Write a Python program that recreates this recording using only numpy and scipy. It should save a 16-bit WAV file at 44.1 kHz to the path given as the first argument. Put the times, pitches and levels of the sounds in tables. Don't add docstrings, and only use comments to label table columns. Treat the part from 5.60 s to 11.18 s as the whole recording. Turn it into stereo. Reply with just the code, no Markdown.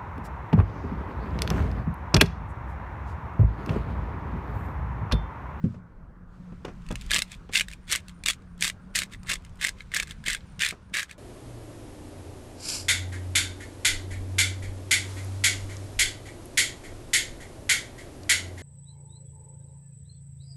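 import sys
import numpy as np
from scipy import signal
from scipy.fft import rfft, irfft, next_fast_len
from scipy.io import wavfile
from scipy.ndimage import uniform_filter1d, map_coordinates

SR = 44100
rng = np.random.default_rng(int(sys.argv[2]) if len(sys.argv) > 2 else 0)


def generate_wav(sig):
    pcm = np.round(np.clip(np.atleast_2d(sig).T, -1, 1) * 32767).astype(np.int16)
    wavfile.write(sys.argv[1], SR, pcm)


N = 246078

# time in seconds, level of the wind buffeting in dB, level of the drone in dB before its wavering.
AIR_LEVELS = [(0, -57.5, -42), (.33, -52, -59), (.85, -49, -50), (1.45, -39.5, -51), (1.9, -47, -56),
              (2.8, -50, -49.5), (3.7, -46.5, -54), (4.1, -49, -62), (4.8, -44.5, -56), (5.2, -58.5, -67.5),
              (5.58, -57.5, -59)]

# time of the bite in seconds, rise to it in seconds, length after it in
# seconds, crunch at the bite in dB, crunch midway in dB (both before the offsets of each kind of crunch),
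# strongest ring in Hz, brightness in dB, deep ring in dB (before the jar's own levels).
TWIST_ROWS = [(1.508, .03, .09, -34.5, -27, 2565, -3, 6.5), (1.948, .035, .07, -27, -29, 2555, 1.5, -3.5),
              (2.312, .045, .065, -27, -29.5, 2170, -2, 3.5), (2.66, .008, .058, -28, -28, 2680, 1, 4),
              (3.022, .035, .07, -32.5, -30, 2400, 2.5, 0), (3.356, .018, .075, -30.5, -28.5, 2210, 1, 0),
              (3.693, .035, .062, -28, -32, 2220, -2, 7.5), (4.023, .035, .068, -29.5, -31, 2200, -2, -4),
              (4.345, .035, .085, -30, -33.5, 1790, -3, 1.5),
              (4.668, .027, .095, -29, -30.5, 1915, -3.5, -4.5),
              (5.003, .014, .1, -29.5, -26, 2330, -4.5, -3),
              (5.339, .012, .097, -27, -29.5, 1690, -2.5, 1.5)]


def amp(db):
    return 10 ** (np.asarray(db) / 20)


def unit(x):
    return x / np.sqrt(np.mean(x ** 2) + 1e-20)


def along(points, hz):
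    f, v = np.transpose(points)
    return np.interp(np.log(hz + 1), np.log(f + 1), v)


def curves(rows):
    s, *cols = np.transpose(rows)
    return [np.interp(np.arange(N) / SR, s, c) for c in cols]


def wobble(rate):
    knots = rng.standard_normal(int(N * rate / SR) + 4)
    return map_coordinates(knots, [np.arange(N) * rate / SR])


def filtered(x, response):
    m = next_fast_len(N + SR // 2)
    return irfft(rfft(x, m) * response(np.fft.rfftfreq(m, 1 / SR)), m)[..., :N]


def placed(s, rows):
    at = np.round(s * SR).astype(int)[:, None] + np.arange(rows.shape[1])
    return np.bincount(at.ravel(), rows.ravel(), N + SR)[:N]


def rush(spectrum, patchy_db):
    # frequency in Hz, likeness from 0 to 1.
    likeness = [(30, .8), (70, .88), (160, .99), (950, .67), (3770, .24), (8000, 0)]
    z = signal.stft(rng.standard_normal((2, N)), nperseg=512)[2]
    field = uniform_filter1d(rng.standard_normal(z.shape[1:]), 6, 0)
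    field = uniform_filter1d(field, 10, 1)
    pair = signal.istft(z * amp(patchy_db * unit(field)), nperseg=512)[1][:, :N]

    def mix(hz):
        turn = np.arccos(np.clip(along(likeness, hz), -1, 1)) / 2
        return amp(along(spectrum, hz)) * [np.cos(turn), np.sin(turn)]

    mid, side = filtered(pair, mix)
    return unit(np.array([mid + side, mid - side]))


def wind_and_rumble():
    # frequency in Hz, level in dB per Hz.
    buffet_colour = [(10, -12), (26, 7.5), (45, 7.5), (70, -12.5), (100, -59)]
    # frequency in Hz, level in dB per Hz.
    rumble_colour = [(40, -23.5), (62, -1), (110, -6.5), (200, -9.5), (260, -18), (400, -66.5)]
    wind_db, _ = curves(AIR_LEVELS)
    rumble_db = -49 + 0.35 * (wind_db - wind_db.mean())
    buffeting = amp(wind_db) * rush(buffet_colour, patchy_db=2.9)
    return buffeting + amp(rumble_db) * rush(rumble_colour, patchy_db=2.0)


def drone():
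    _, drone_db = curves(AIR_LEVELS)
    strength = np.sqrt(2) * amp(3.5 * wobble(11))
    hz = 179 + 7 * wobble(16)
    return amp(drone_db) * strength * np.sin(2 * np.pi * np.cumsum(hz) / SR)


def traffic():
    # frequency in Hz, level in dB per Hz.
    traffic_colour = [(150, -40.5), (260, 1), (500, -3), (750, -8), (1000, -4), (1500, -5), (2200, -19.5),
                      (3500, -39.5), (6000, -40.5), (9000, -70.5), (13000, -84.5)]
    return amp(-58.5) * rush(traffic_colour, patchy_db=2.53)


def rustle():
    # time in seconds, level in dB before the stirs.
    moves = [(0, -79), (.03, -66.5), (.145, -68), (.22, -81), (.66, -83), (.745, -70.5), (1.2, -66.5),
             (1.45, -54.5), (1.8, -68), (2.5, -68.5), (2.9, -72.5), (3.5, -70), (4.27, -65.5), (4.95, -65),
             (5.58, -75)]
    # frequency in Hz, level in dB per Hz.
    cloth_colour = [(1300, -13.5), (2200, -0.5), (5000, -8), (8000, -11), (10500, -18), (13000, -26.5),
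                    (14500, -66)]
    stir_db, settle_s = 6, 0.084
    t = np.arange(N) / SR
    stir = 0
    for s, _, length, *_ in TWIST_ROWS:
        stir = stir + (t > s) * np.exp(-np.maximum(t - s - length, 0) / settle_s)
    level_db = curves(moves)[0] + stir_db * stir
    return amp(level_db + 0.51 * wobble(25)) * rush(cloth_colour, patchy_db=1.2)


def shower_level():
    # middle in seconds, length in seconds, level in dB before the random wobble.
    falls = [(2.25, 0.033, -70), (2.575, .05, -71), (2.917, .07, -79.5), (3.239, 0.035, -73.5),
             (3.315, .04, -73), (3.6, .04, -76), (3.655, .02, -71), (3.96, 0.018, -73), (4.25, .03, -78),
             (4.602, .06, -76), (4.904, 0.059, -67), (4.967, .04, -70), (5.262, .06, -74.5)]
    fade_db_per_s, stray_db = 499.5, -100.5
    t = np.arange(N) / SR
    levels = []
    for s, length, db in falls:
        outside_s = np.maximum(abs(t - s) - length / 2, 0)
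        levels.append(np.maximum(db - fade_db_per_s * outside_s, stray_db))
    return np.max(levels, axis=0)


def patter(rate):
    s = rng.uniform(0, N / SR, int(rate * N / SR))
    t = np.arange(SR // 150) / SR
    hz = 9100 * np.exp(.035 * rng.standard_normal((len(s), 1)))
    size = amp(4 * rng.standard_normal((2, len(s), 1)))
    tick = (1 - np.exp(-t / .0006)) * amp(-60 * t / .008) * np.sin(2 * np.pi * hz * t)
    ticks = unit(np.array([placed(s, g * tick) for g in size]))
    return amp(shower_level() + 2.5 * wobble(7.1)) * ticks


def air():
    return wind_and_rumble() + drone() + traffic() + rustle() + patter(600)


def steps():
    # time in seconds, peak of the thud in dB, level of the scuff in dB,
    # decay share (stretches or shortens the die-away).
    footfalls = [(.039, -10.5, -46.5, 1), (0.141, -33, -50.5, 0.77), (.8, -37.5, -68, 0.9),
                 (.92, -30, -52, 0.67), (1.047, -36.5, -34.5, 0.85), (1.079, -37, -42.5, 0.92),
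                 (1.305, -23.5, -32, 0.62), (1.322, -27.5, -51, 0.99), (1.892, -33.5, -42.5, 0.54),
                 (3.646, -68, -49, 0.4), (4.674, -37, -45, 0.66), (4.981, -38, -61, 1),
                 (5.122, -36, -39.5, 0.7), (5.319, -38, -60, 0.53)]
    # frequency in Hz, level in dB before the thud is scaled to its peak,
    # time to fall 60 dB in seconds at a decay share of 1.
    boards = [(95.6, -11.5, 0.29), (124.8, -11, 0.27), (167.6, 11, 0.051), (194.5, -9, 0.13),
              (223, -10, 0.19), (268.4, -9, 0.11), (330, -14.5, 0.07), (386.5, -20, 0.13), (521, -26, 0.12)]
    # frequency in Hz, level in dB per Hz.
    scuff_colour = [(150, -15), (350, 6.5), (600, 1), (850, -5.5), (1150, -3), (1800, -10.5), (2550, -13.5),
                    (4000, -27), (6000, -23.5), (12000, -49.5), (16000, -67.5)]
    thuds, grit, t = np.zeros(N + SR), np.zeros(N + SR), np.arange(SR // 3) / SR
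    settle = 1 - np.exp(-(t / 0.005) ** 2)
    for s, db, scuff_db, share in footfalls:
        life = t / max(share, .1)
        ring = np.zeros(len(t))
        for hz, level, t60 in boards:
            fade = amp(level + rng.normal(0, .5) - 60 * life / t60)
            ring += settle * fade * np.sin(2 * np.pi * hz * t)
        start = round(s * SR)
        thuds[start:][:len(t)] += amp(db) * ring / abs(ring).max()
        scuff = amp(-60 * life / 0.16) + 1.4 * amp(-60 * life / 0.043)
        grit[start:][:len(t)] += amp(scuff_db) * scuff * (1 - np.exp(-t / 0.0028))
    rough = unit(filtered(rng.standard_normal(N), lambda hz: amp(along(scuff_colour, hz))))
    return thuds[:N] + grit[:N] * rough


def grip(at):
    s, *held = np.transpose([(s + length / 2, *held) for s, _, length, _, _, *held in TWIST_ROWS])
    return [np.interp(at, s, c) for c in held]


def strokes():
    # start in seconds, length in seconds, peak in dB before the offsets of each kind of crunch.
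    loose = [(1.256, .3, -60.5), (1.677, .1, -46.5), (2.071, .1, -52.5), (2.462, .07, -55.5),
             (3.496, .07, -47), (3.835, .05, -58.5), (4.168, .07, -49.5), (4.458, .1, -45.5),
             (5.482, .07, -47)]
    bite_db, midway, ease_db = 33, 0.57, 12.5
    tail_s, tail_db = .045, 31.5
    peak_share, rise_db, fall_db = 0.53, 14, 24.5
    outlines = []
    for s, rise, length, db, mid_db, *_ in TWIST_ROWS:
        end_db = mid_db - ease_db
        outlines.append([(s - rise, db - bite_db), (s, db), (s + midway * length, mid_db),
                         (s + length, end_db), (s + length + tail_s, end_db - tail_db)])
    for s, length, db in loose:
        outlines.append([(s, db - rise_db), (s + peak_share * length, db), (s + length, db - fall_db)])
    return outlines


def breaks(s, db, snap_db, focus_db, snap_t60):
    # frequency in Hz before its random shift,
    # level in dB before grip and chance, time to fall 60 dB in seconds.
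    jar_tones = [(350, -34.5, 0.026), (603, -27.5, 0.022), (1285, -14.5, .015), (1733, 1.5, 0.021),
                 (2101, 3, 0.016), (2547, 0, 0.018), (3028, 3.5, 0.0096), (3558, 3, 0.02),
                 (4180, 0.5, 0.013)]
    t = np.arange(SR // 50) / SR
    hz, level_db, t60 = np.transpose(jar_tones)
    chance = rng.standard_normal((len(s), 2 * len(hz)))
    ring_hz, _, deep_db = (c[:, None] for c in grip(s))
    near_db = np.where(hz < 1400, deep_db, -focus_db * abs(np.log2(hz / ring_hz)))
    gain = amp(level_db + near_db + 4.7 * chance[:, :len(hz)])
    gain /= np.linalg.norm(gain, axis=1, keepdims=True)
    pitch = hz * (1 + 0.061 * chance[:, len(hz):])
    rise = 1 - np.exp(-t / 0.00034)
    punch = amp(db)[:, None] * rise * (1 + 1.93 * amp(-60 * t / 0.0034))
    tones = []
    for k in range(len(hz)):
        swing = np.sin(2 * np.pi * pitch[:, [k]] * t)
        tones.append(gain[:, [k]] * amp(-60 * t / t60[k]) * swing)
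    deep, ring = punch * sum(tones[:3]), punch * sum(tones[3:])
    fade = rise * (amp(-60 * t / snap_t60) + 0.49 * amp(-60 * t / 0.0022))
    snaps = rng.standard_normal((len(s), 2, len(t))) * fade
    strength = amp(db + snap_db) * np.linalg.norm(fade)
    snaps *= strength[:, None, None] / np.linalg.norm(snaps, axis=2, keepdims=True)
    return np.array([placed(s, deep), placed(s, ring), placed(s, snaps[:, 0]), placed(s, snaps[:, 1])])


def crunch(rate, gain_db, spread_db, snap_db, colour_db):
    rows = []
    for stroke in strokes():
        s, db = np.transpose(stroke)
        at = rng.uniform(s[0], s[-1], int(rate * (s[-1] - s[0])))
        rows.append([at, np.interp(at, s, db)])
    s, db = np.concatenate(rows, axis=1)
    size, colour = rng.uniform(-0.81, 1, (len(s), 2)).T
    bright_db = grip(s)[1] + snap_db + colour_db * colour
    return breaks(s, db + gain_db + spread_db * size, bright_db, focus_db=7.5, snap_t60=0.017)


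def mill():
    # time in seconds, level in dB before the punch of the first swings,
    # snap over ring in dB before the snap is coloured.
    single_cracks = [(1.051, -30.5, -5), (1.22, -51, -4), (1.2647, -42, -2), (1.288, -34.5, -2),
                     (1.3125, -33, 3), (1.3244, -43, 9), (1.356, -23.5, -0.5), (1.4116, -41, 9.5),
                     (1.4201, -39.5, 2.5), (1.4633, -44.5, 9), (1.5007, -28, -16.5), (1.5078, -16, -0.5),
                     (1.5151, -12, 2), (1.5295, -21, -0.5), (1.5347, -12.5, -1.5), (1.5437, -18.5, 10.5),
                     (1.5514, -21, 5.5), (1.5572, -21, 0), (1.5625, -12, -3.5), (1.5701, -17.5, 0.5),
                     (1.5839, -18.5, 5), (1.5899, -17, 4), (1.6, -25.5, -5), (1.6202, -15.5, 4),
                     (1.718, -32, 3.5), (1.731, -35, -10), (1.742, -36.5, -10.5), (1.8913, -45, -12.5),
                     (1.935, -23.5, 2.5), (1.9413, -23.5, -1.5), (1.9522, -15.5, -4.5), (1.9559, -7.5, -8),
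                     (1.9589, -16.5, 3.5), (1.9678, -15.5, -11.5), (1.9742, -11.5, 0), (1.9792, -19, -1),
                     (1.9968, -13.5, 0.5), (2.009, -10, -7), (2.0144, -18, -4.5), (2.084, -28.5, -0.5),
                     (2.1028, -42.5, 5), (2.114, -36.5, 2), (2.1272, -36, -4), (2.134, -32, 2),
                     (2.296, -37.5, 4), (2.3156, -27, 15.5), (2.3235, -21, 14.5), (2.3292, -19, 9),
                     (2.339, -26, 6), (2.3516, -15, -2), (2.3585, -24.5, 11.5), (2.4827, -41.5, 12),
                     (2.4942, -39.5, 1.5), (2.6374, -30.5, 5), (2.6604, -13, 1), (2.6849, -13, 2),
                     (2.6844, -23.5, 10), (2.7004, -16, 3.5), (2.707, -17.5, 3.5), (2.821, -56.5, 3),
                     (2.9785, -55.5, 10.5), (3.0089, -36.5, 17.5), (3.024, -11.5, 3), (3.036, -19.5, 5.5),
                     (3.0449, -14.5, 2), (3.0509, -16.5, 4), (3.078, -20, 7), (3.099, -18, -2.5),
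                     (3.3522, -19, 1.5), (3.3609, -23, 11), (3.3633, -20, 5.5), (3.3889, -17, 6),
                     (3.419, -17.5, -2.5), (3.434, -23.5, 1), (3.5298, -44, -8), (3.5356, -33.5, -1.5),
                     (3.5472, -32, -16), (3.6321, -46.5, 8), (3.6702, -35.5, 1), (3.687, -27, -8),
                     (3.696, -26.5, 10), (3.6994, -19.5, -2), (3.716, -15, -0.5), (3.7334, -22.5, 6),
                     (3.739, -27, 10.5), (3.7563, -25.5, -4), (3.822, -60, 8), (3.849, -42, 4.5),
                     (3.8939, -60, 11.5), (3.956, -60.5, 13), (3.9725, -61, 13), (4.0127, -27.5, 4.5),
                     (4.042, -20.5, 8), (4.048, -10, -3), (4.0698, -19.5, 4.5), (4.0842, -22.5, 1),
                     (4.0905, -20, 3.5), (4.2062, -27.5, -18), (4.3178, -29, -9), (4.339, -20.5, -15.5),
                     (4.3459, -21, 10), (4.3653, -14, -0.5), (4.3701, -29, 16), (4.3998, -13.5, -1),
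                     (4.4253, -27, 3), (4.4303, -22.5, 1.5), (4.4728, -35.5, -1), (4.479, -38, 2),
                     (4.5095, -27, 0.5), (4.64, -33, -4), (4.6632, -28, -13), (4.6826, -15.5, 1.5),
                     (4.7006, -16, -3.5), (4.7312, -29.5, 15), (4.7483, -16.5, -2.5), (4.807, -42.5, -19),
                     (4.9206, -65, 10.5), (4.9937, -28, 3), (5.0202, -11.5, -2.5), (5.0261, -18.5, -1.5),
                     (5.0342, -12, -7), (5.0483, -16, 1), (5.053, -28, -6), (5.0643, -18, -2),
                     (5.0878, -25.5, 10), (5.1083, -21.5, -2), (5.148, -63, 9), (5.297, -60, 8),
                     (5.341, -22, 0), (5.3505, -26.5, 1.5), (5.3696, -21.5, 7.5), (5.396, -25, -20),
                     (5.403, -23, -2.5), (5.4298, -22.5, 1.5), (5.495, -35, -10), (5.5117, -33, 1)]
    # frequency in Hz, gain in dB.
    snap_colour = [(900, -20.5), (2500, -5), (4500, -1), (6200, -1.5), (8000, 0), (10000, -6),
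                   (11000, -13.5), (12000, -10.5), (14000, -23), (15700, -30.5), (16300, -45.5)]
    # frequency in Hz, left minus right in dB.
    left_over_right = [(200, -3), (2400, 0), (4400, -1), (8000, -7), (12000, -3.5), (15000, -5.5)]
    s, db, snap_db = np.transpose(single_cracks)
    grains = breaks(s, db, snap_db, focus_db=12.0, snap_t60=0.015)
    grains = grains + crunch(900, gain_db=0.5, spread_db=2.5, snap_db=-0.8, colour_db=2.6)
    grains = grains + crunch(70, gain_db=6.5, spread_db=6.5, snap_db=0.5, colour_db=6.5)
    deep, ring, snap, odd = grains
    side = np.array([[.5], [-.5]])

    def edge(hz):
        return 1 / (1 + (1400 / (hz + 1)) ** 8)

    def sides(hz):
        lag = 1.14 * np.exp(-((hz - 6000) / 3500) ** 2)
        return amp(side * along(left_over_right, hz)) * np.exp(-1j * side * lag)

    snaps = filtered(snap + 0.93 * side * odd, lambda hz: amp(along(snap_colour, hz)))
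    return filtered(deep + filtered(ring, edge) + snaps, sides)


def porch(x):
    # frequency in Hz, time for the answer to fall 60 dB in seconds.
    answer_t60 = [(200, 0.079), (2000, 0.081), (10000, 0.074)]
    out, hop = np.zeros((2, N + SR)), SR // 4
    for a in range(0, N, hop):
        hz, t, z = signal.stft(rng.standard_normal((2, SR // 5)), SR, nperseg=128)
        fade = amp(-60 * t / along(answer_t60, hz)[:, None])
        tail = signal.istft(z * fade, SR, nperseg=128)[1]
        wet = signal.fftconvolve(x[:, a:a + hop], tail / np.linalg.norm(tail[0]), axes=1)
        out[:, a + 40:a + 40 + wet.shape[1]] += wet
    return out[:, :N]


def scene():
    spice, feet = mill(), np.tile(steps(), (2, 1))
    return spice + feet + porch(amp(-12) * spice + amp(-18.0) * feet) + air()


def record(dry):
    return filtered(dry, lambda hz: hz < 16200)


dry = scene()
out = record(dry)
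generate_wav(out)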